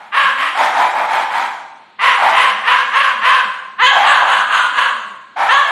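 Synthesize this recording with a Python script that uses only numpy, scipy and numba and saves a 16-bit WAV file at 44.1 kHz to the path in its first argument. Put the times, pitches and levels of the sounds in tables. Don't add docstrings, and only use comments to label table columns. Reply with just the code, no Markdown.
import sys
import numpy as np
from scipy import signal
from scipy.fft import rfft, irfft
from scipy.io import wavfile
from scipy.ndimage import uniform_filter1d, minimum_filter1d
from numba import njit

SR = 44100
rng = np.random.default_rng(int(sys.argv[2]) if len(sys.argv) > 2 else 0)


def output_pcm(signal):
    pcm = np.clip(np.atleast_2d(signal).T, -1, 1) * 32767
    wavfile.write(sys.argv[1], SR, np.round(pcm).astype(np.int16))


def amplitude_ratio(level_db):
    exponent = np.asarray(level_db, float) / 20
    return 10 ** exponent


N = 251811

WAKE_S, WAKE_DB, WAKE_PITCH = 0.016, -18, 0.85


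def at_hz(points, hz):
    points_hz, values = np.array(points).T
    return np.interp(np.log(hz + 1), np.log(points_hz), values)


def coloured(x, spectrum):
    size = 4096
    hz = np.arange(size // 2 + 1) * SR / size
    cepstrum = irfft(np.log(amplitude_ratio(at_hz(spectrum, hz))))
    cepstrum[1:size // 2] *= 2
    cepstrum[size // 2 + 1:] = 0
    response = irfft(np.exp(rfft(cepstrum)))
    return signal.fftconvolve(x, response)[:len(x)]


def above(x, hz):
    return signal.sosfilt(signal.butter(3, hz, "high", fs=SR, output="sos"), x)


def wobble(rate_hz):
    x = signal.sosfilt(signal.butter(2, rate_hz, fs=SR, output="sos"), rng.standard_normal(N))
    return x / x.std()


def evened(x, span_s):
    return x / np.sqrt(uniform_filter1d(x ** 2, int(span_s * SR)) + 1e-12)


def in_time(calls, fade_s):
    t = np.arange(N) / SR
    point_s, *columns = np.concatenate(calls).T
    controls = [np.interp(t, point_s, column) for column in columns]
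    gate = 0
    for call in calls:
        start_s, end_s = call[0][0], call[-1][0]
        gate = gate + np.clip(np.minimum(t - start_s, end_s + fade_s - t) / fade_s, 0, 1)
    starts = np.array([call[0][0] for call in calls])
    which = np.clip(np.searchsorted(starts, t) - 1, 0, None)
    return controls, np.minimum(gate, 1) ** 2, which, t - starts[which]


def quiet_house():
    # (frequency [Hz], level [dB per Hz])
    hush_spectrum = [(30, -41), (100, -24), (200, -12.5), (500, -17), (2000, -15.5), (4200, -20.5),
                     (5200, -39), (13000, -60)]
    quiet = coloured(rng.standard_normal(N), hush_spectrum)
    return amplitude_ratio(-52) * quiet / quiet.std()


@njit
def moving_resonance(x, centre, r):
    y = np.zeros(len(x))
    for i in range(2, len(x)):
        drive = (1 - r * r) / 2 * (x[i] - x[i - 2])
        y[i] = drive + 2 * r * np.cos(centre[i]) * y[i - 1] - r * r * y[i - 2]
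    return y


def bark(calls, roughness, throat, jitter, rasp_db, split_hz, mouth):
    controls, gate, which, age_s = in_time(calls, fade_s=0.0098)
    pitch_hz, level_db, bright_db, hiss_db, *mouth_hz = controls
    rough = np.array(roughness)[which] * np.clip(.45 + age_s / .09, 0, 1)

    shake = jitter * rough * wobble(148.78)
    waver = 0.022 * wobble(18)
    phase = 2 * np.pi * np.cumsum(pitch_hz * (1 + shake + waver)) / SR
    pulses = 0
    for k in range(1, 15):
        fade = 1 + (k * pitch_hz / 5760) ** 4
        pulses = pulses + np.cos(k * phase + .12 * k * k) / fade
    pulses *= 1 + rough * np.cos(phase / 2)
    pulses *= amplitude_ratio(4.4 * rough * wobble(51))
    air = rng.standard_normal(N) * (1 + 0.64 * np.cos(phase))
    air *= amplitude_ratio(rasp_db + 1.25 * wobble(133))

    voice = coloured((1 - rough) * pulses + rough * air, throat)
    for centre_hz, (width_hz, gain_db) in zip(mouth_hz, mouth):
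        ring = moving_resonance(voice, 2 * np.pi * centre_hz / SR, np.exp(-np.pi * width_hz / SR))
        voice = voice + amplitude_ratio(gain_db) * ring
    voice = evened(voice, span_s=0.064)

    shut_db = -12 * np.exp(-np.maximum(age_s, 0) / 0.016)
    voice = voice + (amplitude_ratio(bright_db + shut_db) - 1) * above(voice, split_hz)
    voice = voice + (amplitude_ratio(hiss_db + shut_db) - 1) * above(voice, 3550)
    return voice * amplitude_ratio(level_db - 3.5) * gate


def rear_calls():
    # (start [s], length [s], peak level [dB], pitch [Hz], brightness [dB])
    rear_barks = [(-0.05, 0.14, -32.5, 840, -0.3), (0.554, 0.14, -9, 789.5, 0.5),
                  (0.729, 0.15, -8.5, 813.5, -0.5), (0.93, 0.13, -12, 911.2, -3.5),
                  (1.078, 0.16, -12, 895, 0.5), (1.295, 0.17, -13.5, 883.7, 1.5),
                  (2.189, 0.15, -7.5, 803.3, -1), (3.915, 0.175, -9, 801.2, -1.5),
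                  (4.17, 0.13, -14.5, 813, -10), (5.369, 0.12, -10, 771.4, 0),
                  (5.656, 0.14, -16.5, 714, -1)]
    peak_share, onset_db, end_db = 0.42, -8.5, -7.5
    onset_pitch, end_pitch = 0.99, 1.04
    edge_bright_db, hiss_db, edge_hiss_db = 3.5, -9.5, -15.5
    calls = []
    for s, length, db, hz, bright_db in rear_barks:
        edge_db = bright_db + edge_bright_db
        calls.append([(s - WAKE_S, hz * WAKE_PITCH, db + onset_db + WAKE_DB, bright_db, hiss_db),
                      (s, hz * onset_pitch, db + onset_db, edge_db, edge_hiss_db),
                      (s + peak_share * length, hz, db, bright_db, hiss_db),
                      (s + length, hz * end_pitch, db + end_db, edge_db, edge_hiss_db)])
    return calls


def rear_dog():
    rear_hoarseness = [.6, .85, .65, .75, .65, .65, .6, .45, .7, .45, .6]
    # (frequency [Hz], level [dB per Hz])
    rear_throat = [(88, -104), (150, -37), (322, -23.5), (419, -25.5), (565, -12), (884, 2), (1110, -6),
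                   (2250, -14), (2810, -24.5), (3270, -24), (5020, -35.5), (10000, -37.5), (13000, -41)]
    return bark(rear_calls(), rear_hoarseness, rear_throat, jitter=.2, rasp_db=12, split_hz=760, mouth=[])


def front_calls():
    # (start [s], length [s], peak level [dB], top pitch [Hz], lower mouth resonance [Hz])
    front_barks = [(0.128, 0.182, -7, 559, 1770), (0.359, 0.14, -13.5, 548.4, 1980),
                   (1.998, 0.16, -6.5, 531.5, 1956), (2.325, 0.18, -6.5, 544.1, 1939),
                   (2.644, 0.18, -7, 532, 1810), (2.922, 0.2, -7, 544, 1804), (3.219, 0.198, -6, 545, 1795),
                   (4.03, 0.19, -5, 551.3, 1730), (4.254, 0.165, -8, 548, 1694),
                   (4.491, 0.18, -8, 530.4, 1610), (4.744, 0.15, -8.5, 541.1, 1706)]
    # (time [s], pitch [Hz], level [dB], brightness [dB], lower mouth resonance [Hz])
    clear_yelp = [
        (3.775, 330.6, -39, 1, 1720),
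        (3.8, 394, -9.5, 0, 1719),
        (3.826, 501.2, -4.5, 2, 1980),
        (3.86, 511, -4, 10.5, 1580),
        (3.872, 553.2, -1, 12, 1626),
        (3.905, 543.6, -14.5, -6, 1650),
        (3.94, 533.4, -9.5, -2, 1653),
    ]
    # (time [s], pitch [Hz], level [dB], brightness [dB], lower mouth resonance [Hz])
    last_yelp = [
        (5.481, 424, -22, 1.5, 1780),
        (5.495, 455, -7.5, 3.2, 1759),
        (5.52, 514, -5, 6.4, 1730),
        (5.565, 574.5, -7, 1.5, 1680),
        (5.64, 554.6, -14, 1.5, 1710),
        (5.71, 520.3, -18, 1.5, 1700),
    ]
    attack_s, crest_s, onset_db, crest_db, sag_db_per_s = 0.045, 0.08, -12, -1, -66
    onset_pitch, attack_pitch, end_pitch = 0.74, 0.93, 0.94
    jaw_closes_hz_per_s, upper_mouth_hz, upper_lift_hz = 1500, 2806, 80
    bright_db, hiss_db = 2, -8.5

    calls = []
    for yelp in (clear_yelp, last_yelp):
        calls.append([(s, hz, db, yelp_bright_db, 0, mouth_hz, max(upper_mouth_hz, 5.9 * hz))
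                      for s, hz, db, yelp_bright_db, mouth_hz in yelp])
    for s, length, db, hz, mouth_hz in front_barks:
        sag_db = sag_db_per_s * (length - crest_s)
        # (age [s], share of top pitch, level change [dB], lift of the upper resonance [Hz])
        shape = [(-WAKE_S, WAKE_PITCH * onset_pitch, WAKE_DB + onset_db, 0),
                 (0, onset_pitch, onset_db, 0),
                 (attack_s, attack_pitch, 0, 0),
                 (crest_s, 1, crest_db, upper_lift_hz),
                 (length, end_pitch, crest_db + sag_db, 0)]
        calls.append([(s + age, hz * share, db + change_db, bright_db, hiss_db,
                       mouth_hz - jaw_closes_hz_per_s * max(age - attack_s, 0), upper_mouth_hz + lift_hz)
                      for age, share, change_db, lift_hz in shape])
    return sorted(calls)


def front_dog():
    front_hoarseness = [.42, .7, .48, .48, .44, .44, .42, .13, .45, .66, .6, .6, .2]
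    # (frequency [Hz], level [dB per Hz])
    front_throat = [(88, -50), (150, -61.5), (435, -30.5), (524, -24), (608, -17.5), (820, -15), (1070, -1),
                    (1310, -7), (1640, -15), (2330, -17.5), (3270, -22.5), (5310, -36.5), (6890, -36.5),
                    (9640, -32), (13000, -43.5)]
    # (frequency [Hz], change [dB])
    facing_tone = [(2050, -0.5), (2350, -4.5), (2650, -1), (4300, 2.5), (5400, -11.5), (6500, 5.5),
                   (8000, 1.5), (12000, -4)]
    turn_s = 3.7
    voice = bark(front_calls(), front_hoarseness, front_throat, jitter=.12, rasp_db=9, split_hz=1760,
                 mouth=[(200, 9.8), (400, 0.9)])
    return np.where(np.arange(N) < turn_s * SR, voice, coloured(voice, facing_tone))


def moan_calls():
    # (start [s], length [s], first pitch [Hz], last pitch [Hz], peak level [dB])
    soft_moans = [(0.236, 0.3, 185, 329, -50.5), (1.4, 0.13, 260, 245.3, -52), (2.422, 0.23, 180, 228, -51),
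                  (2.842, 0.14, 232, 255, -52), (3.101, 0.13, 260, 212, -50.5),
                  (3.41, 0.1, 262, 173.6, -54), (3.633, 0.16, 199, 212, -66),
                  (4.347, 0.17, 182, 281.8, -54), (4.65, 0.17, 290, 271.8, -54),
                  (4.917, 0.097, 260, 211.5, -51), (5.039, 0.11, 222, 193.2, -56)]
    edge_db, overtone_db = -2, -4.5
    return [[(s, first_hz, db + edge_db, overtone_db),
             (s + length / 2, (first_hz + last_hz) / 2, db, overtone_db),
             (s + length, last_hz, db + edge_db, overtone_db)]
            for s, length, first_hz, last_hz, db in soft_moans]


def moans():
    (pitch_hz, level_db, over_db), gate, *_ = in_time(moan_calls(), fade_s=0.0057)
    phase = 2 * np.pi * np.cumsum(pitch_hz * (1 + 0.013 * wobble(38))) / SR
    overtones = np.sin(2 * phase) + .3 * np.sin(3 * phase)
    hum = np.sin(phase) + amplitude_ratio(over_db) * overtones
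    return hum * amplitude_ratio(level_db + 4 + 3 * wobble(30)) * gate


def room(x):
    # (frequency [Hz], time [s])
    echo_times = [(150, 1), (500, 0.97), (1000, 0.91), (2000, 0.84), (4000, 0.77), (8000, 0.91),
                  (12000, 0.43)]
    first_wall_s, build_up_s = 0.0049, 0.0075
    t = np.arange(int(1.3 * SR)) / SR
    band_edges = 100 * 2 ** np.arange(0, 7.6, .5)
    white = rng.standard_normal((2, len(t)))
    tail = 0
    for k, (low, high) in enumerate(zip(band_edges, band_edges[1:])):
        band = signal.sosfilt(signal.butter(2, [low, high], "band", fs=SR, output="sos"), white[k % 2])
        tail = tail + band * amplitude_ratio(-60 * t / at_hz(echo_times, np.sqrt(low * high)))
    tail *= np.clip((t - first_wall_s) / build_up_s, 0, 1)
    return signal.fftconvolve(x, tail / np.sqrt(np.sum(tail ** 2)))[:N]


def puffs(voices):
    loudness = np.sqrt(np.abs(uniform_filter1d(voices ** 2, int(0.068 * SR))))
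    low = coloured(rng.standard_normal(N),
                   [(25, -4), (100, -5.5), (250, 11.5), (450, 2.5), (700, -26.0), (2000, -61)])
    return amplitude_ratio(-42 + 0.77 * wobble(1.7)) * loudness * low / low.std()


def scene():
    quiet = quiet_house()
    voices = rear_dog() + front_dog()
    hum = moans()
    echo = amplitude_ratio(-3) * room(voices + amplitude_ratio(-20) * hum)
    air = puffs(voices + echo)
    return (voices + echo + hum + air + quiet)[None]


def overloaded(x):
    push = x ** 4 / (1 + x ** 4)
    thump = signal.sosfilt(signal.butter(2, 160, fs=SR, output="sos"), push)
    bass_cut = signal.butter(2, 47, "high", fs=SR, output="sos")
    return signal.sosfilt(bass_cut, x + amplitude_ratio(-23) * thump)


def blotched(x, from_hz, blotch_db, hole_db, rarity):
    hz, _, tiles = signal.stft(x, SR, nperseg=512)
    chance = uniform_filter1d(rng.standard_normal(tiles.shape), size=5, axis=0)
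    chance = uniform_filter1d(chance, size=5, axis=1)
    chance /= chance.std()
    height = np.clip((hz[:, None] - from_hz) / 9000, 0, 1)
    muted = np.clip(3 * (1.8 * height - rarity - chance), 0, 1) * (height > 0)
    blotches = blotch_db * chance * np.minimum(4 * height, 1)
    gain = amplitude_ratio(blotches + hole_db * muted)
    return signal.istft(tiles * gain, SR, nperseg=512)[1][:N]


def limited(x, hold_s):
    ceiling = .93
    size = int(hold_s * SR)
    allowed = minimum_filter1d(np.minimum(1, ceiling / (np.abs(x) + 1e-9)), size)
    return x * uniform_filter1d(allowed, size)


def top_cut(x):
    return signal.sosfilt(signal.butter(12, 13170, fs=SR, output="sos"), x)


def record(dry):
    thin = overloaded(dry[0] * amplitude_ratio(1))
    blotchy = blotched(thin, from_hz=3800, blotch_db=3.5, hole_db=-25, rarity=2.25)
    mix = limited(blotchy, hold_s=0.0011)[None]
    return top_cut(mix)


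dry = scene()
out = record(dry)
output_pcm(out)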